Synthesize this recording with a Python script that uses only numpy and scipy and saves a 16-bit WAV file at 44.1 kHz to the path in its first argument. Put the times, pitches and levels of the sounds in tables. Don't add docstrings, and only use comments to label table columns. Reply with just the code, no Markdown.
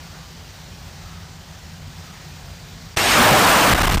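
import sys
import numpy as np
from scipy import signal
from scipy.fft import rfft, irfft
from scipy.io import wavfile
from scipy.ndimage import uniform_filter1d

SR = 44100
rng = np.random.default_rng(int(sys.argv[2]) if len(sys.argv) > 2 else 0)


def master_out(mix):
    frames = np.transpose(np.atleast_2d(mix))
    ceiling = np.clip(frames, -1, 1)
    pcm = np.round(ceiling * 32767).astype(np.int16)
    wavfile.write(sys.argv[1], SR, pcm)


N = 4 * SR

# f/Hz, relative level/dB
HISS_SPECTRUM = [(20, -18), (200, -6), (330, -3.5), (450, -4.5), (620, -3.5), (800, -1), (1100, -5),
                 (1800, -5.5), (3200, -7.5), (4400, -6), (6800, -10.5), (9000, -19), (11000, -22.5),
                 (15000, -19.5)]
# t/s, level/dB
HISS_FADER = [(0, -42.5), (.4, -43.5), (1.15, -43.5), (1.4, -44.5), (1.85, -44), (2.05, -42.5), (2.5, -43),
              (2.9, -43.5)]
# f/Hz, relative level/dB
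RUMBLE_SPECTRUM = [(15, -48), (35, -7), (58, 0), (72, -5), (88, 5.5), (112, -8.5), (140, -3), (168, 0.5),
                   (200, -14), (260, -15.5), (400, -57), (1000, -68)]
# t/s, level/dB
RUMBLE_FADER = [(0, -40.5), (.6, -41), (1.2, -37.5), (1.45, -41.5), (1.9, -37.5), (2.15, -40), (2.9, -38)]
# peak t/s, length/s, f/Hz, level/dB
WHISTLES = [(.16, 0.34, 1160, -56), (1.127, 0.28, 1280, -53.5), (2.12, 0.22, 1266, -53.5)]
# f/Hz, relative level/dB
CRACK_SPECTRUM = [(20, -5), (150, 21), (600, 1), (2500, 0), (6000, -5.5), (15000, -36)]
# f/Hz, relative level/dB
JET_SPECTRUM = [(20, 1), (90, -4), (200, 2.5), (420, 2), (700, 1.5), (1400, 3), (2800, 2.5), (5000, -4.5),
                (9500, -8.5), (11000, -36), (13000, -7), (16000, -53)]
# t/s, level/dB
JET_FADER = [(2.97, -15.5), (3.03, -15.5), (3.12, -11.5), (3.3, -12.5), (3.55, -11), (3.72, -13.5),
             (4.0, -13.5)]
# f/Hz, relative level/dB
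ROAR_SPECTRUM = [(20, -21), (60, -8), (130, 0.5), (230, -1), (320, -3), (440, -7), (580, 0), (900, -2.5),
                 (1300, -2.5), (1900, -8), (3000, -16), (6000, -23), (15000, -24)]
# t/s, level/dB
ROAR_FADER = [(2.97, -30), (3.08, -27.5), (3.2, -6.5), (3.35, -7.5), (3.44, -8.5), (3.51, -4.5), (3.6, -10),
              (3.7, -8), (3.8, -9), (4.0, -13)]
# t/s, f/Hz
HOLLOW_SWEEP = [(2.97, 2300), (3.12, 1830), (3.2, 1160), (3.29, 700), (3.36, 596), (3.442, 890),
                (3.55, 920), (3.68, 1170), (4.0, 1120)]
# t/s, level/dB
HOLLOW_FADER = [(2.97, -59), (3.1, -22.5), (3.2, -14.5), (3.34, -12), (3.44, -15), (3.54, -8.5),
                (3.61, -15), (3.68, -16), (4.0, -16)]
# f/Hz, relative level/dB
BUFFET_SPECTRUM = [(3, 4), (10, -8), (22, 3.5), (42, -6.5), (90, 0.5), (150, -8), (300, -15), (1000, -65),
                   (4000, -100)]
# t/s, level/dB
BUFFET_FADER = [(3.55, -61), (3.69, -21), (3.74, -11), (3.85, -12), (3.925, -7), (3.98, -1)]
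# peak t/s, length/s, level/dB
PRESSURE_SURGES = [(3.742, 0.0051, 20.5), (3.772, 0.033, -2.5), (3.8, 0.011, 2.5), (3.827, 0.0062, 6.5),
                   (3.863, 0.0087, 4.5), (3.888, 0.0095, 7), (3.908, 0.012, 2), (3.954, 0.0077, 5),
                   (3.991, 0.018, 7.5)]
# f/Hz, relative level/dB
BOOM_SPECTRUM = [(20, -26), (55, -2), (85, 0), (130, -8), (200, -10), (320, -24), (600, -42), (2000, -90)]

RUPTURE_S, ATTACK_S = 2.9695, 0.0016
TIME = np.arange(N) / SR
FREQS = np.fft.rfftfreq(N, 1 / SR)


def amp(db):
    return 10 ** (np.asarray(db) / 20)


def unit(x):
    return x / np.sqrt(np.mean(x ** 2) + 1e-20)


def fader(curve):
    return amp(np.interp(TIME, *np.transpose(curve)))


def swell(peak_s, length_s):
    return np.exp(-(2 * (TIME - peak_s) / length_s) ** 2)


def snap_open(start_s):
    return np.clip((TIME - start_s) / ATTACK_S, 0, 1)


def noise(spectrum):
    hz, db = np.transpose(spectrum)
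    shape = amp(np.interp(np.log(FREQS + 1), np.log(hz + 1), db))
    return unit(irfft(rfft(rng.standard_normal(N)) * shape, N))


def hall(x, ripple_db=1.1, spacing_hz=25):
    ripple_hz = spacing_hz * np.arange(1, 4001)
    ripple = np.interp(FREQS, ripple_hz, rng.standard_normal(len(ripple_hz)))
    return unit(irfft(rfft(x) * amp(ripple_db * ripple), N))


def turbulent(x, patch_db, patch_s, patch_hz, flicker_db):
    frames = signal.stft(x, nperseg=512, noverlap=384)[2].T
    cycles_per_s = np.fft.fftfreq(len(frames), 128 / SR)[:, None]
    cycles_per_hz = np.fft.fftfreq(frames.shape[1], SR / 512)
    blur = np.exp(-(cycles_per_s * patch_s) ** 2 - (cycles_per_hz * patch_hz) ** 2)
    speckle = rng.standard_normal(frames.shape)
    patches = unit(np.fft.ifft2(np.fft.fft2(speckle) * blur).real)
    flicker = unit(uniform_filter1d(rng.standard_normal(len(frames)), size=4))[:, None]
    frames = frames * amp(patch_db * patches + flicker_db * flicker)
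    return unit(signal.istft(frames.T, nperseg=512, noverlap=384)[1][:N])


def resonate(x, hz, width_hz):
    carrier = np.exp(2j * np.pi * np.cumsum(hz) / SR)
    pole = np.exp(-np.pi * width_hz / SR)
    return 2 * (carrier * signal.lfilter([1 - pole], [1, -pole], x / carrier)).real


def high_pass(x, hz, order):
    return signal.lfilter(*signal.butter(order, hz, "high", fs=SR), x)


def saturate(x, ceiling_db, knee=2.22):
    return x / (1 + abs(x / amp(ceiling_db)) ** knee) ** (1 / knee)


def flare_hiss():
    hiss = turbulent(hall(noise(HISS_SPECTRUM)), patch_db=0.78, patch_s=0.16, patch_hz=610, flicker_db=0.5)
    return fader(HISS_FADER) * hiss


def hall_rumble():
    return fader(RUMBLE_FADER) * noise(RUMBLE_SPECTRUM)


def flame_whistles(width_hz=75):
    out = np.zeros(N)
    for peak_s, length_s, hz, db in WHISTLES:
        band = np.exp(-((FREQS - hz) / width_hz) ** 2)
        whistle = unit(irfft(rfft(rng.standard_normal(N)) * band, N))
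        out += amp(db) * swell(peak_s, length_s) * whistle
    return out


def tank_rupture(tear_lead_s=0.0063, hold_s=0.0042, decay_s=0.0016):
    tear = amp(-29) * snap_open(RUPTURE_S - tear_lead_s) * noise(JET_SPECTRUM)
    crack = amp(-2.5) * snap_open(RUPTURE_S) * noise(CRACK_SPECTRUM)
    release = np.exp(-np.maximum(TIME - RUPTURE_S - hold_s, 0) / decay_s)
    return (tear + crack) * release


def gas_jet():
    jet = turbulent(hall(noise(JET_SPECTRUM)), patch_db=2.5, patch_s=0.034, patch_hz=202, flicker_db=0.45)
    return snap_open(RUPTURE_S) * fader(JET_FADER) * jet


def cloud_roar(width_hz=820):
    roar = turbulent(hall(noise(ROAR_SPECTRUM)), patch_db=2, patch_s=0.052, patch_hz=120, flicker_db=1)
    centre_hz = np.interp(TIME, *np.transpose(HOLLOW_SWEEP))
    swept = resonate(rng.standard_normal(N), centre_hz, width_hz)
    hollow = unit(resonate(swept, centre_hz, width_hz))
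    return snap_open(RUPTURE_S) * (fader(ROAR_FADER) * roar + fader(HOLLOW_FADER) * hollow)


def fireball():
    ignition_s = BUFFET_FADER[0][0]
    buffeting = (TIME > ignition_s) * fader(BUFFET_FADER) * noise(BUFFET_SPECTRUM)
    surges = sum(amp(db) * swell(peak_s, length_s) for peak_s, length_s, db in PRESSURE_SURGES)
    return buffeting + surges


def boom():
    return swell(peak_s=3.97, length_s=0.056) * noise(BOOM_SPECTRUM)


def overload(x):
    microphone = saturate(x, ceiling_db=-8.5)
    sagged = high_pass(microphone, hz=24, order=2)
    preamp = saturate(sagged, ceiling_db=-5)
    bleed = amp(-25.5) * high_pass(x, hz=492, order=2)
    mix = preamp + bleed
    return mix - 2 * high_pass(mix, hz=3500, order=1)


def ducking_gain(x, threshold_db=-9, slope=0.32, response_s=0.22):
    pole = np.exp(-1 / (response_s * SR))
    power_db = 10 * np.log10(signal.lfilter([1 - pole], [1, -pole], x ** 2) + 1e-12)
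    return amp(-slope * np.maximum(power_db - threshold_db, 0))


def scene():
    dip = amp(-14 * swell(peak_s=2.958, length_s=0.015))
    bed = dip * (flare_hiss() + hall_rumble())
    air = bed + flame_whistles() + tank_rupture() + gas_jet() + cloud_roar() + fireball() + boom()
    return np.array([air, air])


def record(dry):
    notch_hz, high_cut_hz = (10600, 11550), 15500
    eq = signal.firwin(511, [*notch_hz, high_cut_hz], window=("kaiser", 9), fs=SR)
    return signal.oaconvolve(overload(dry) * ducking_gain(dry), eq[None], "same")


dry = scene()
out = record(dry)
master_out(out)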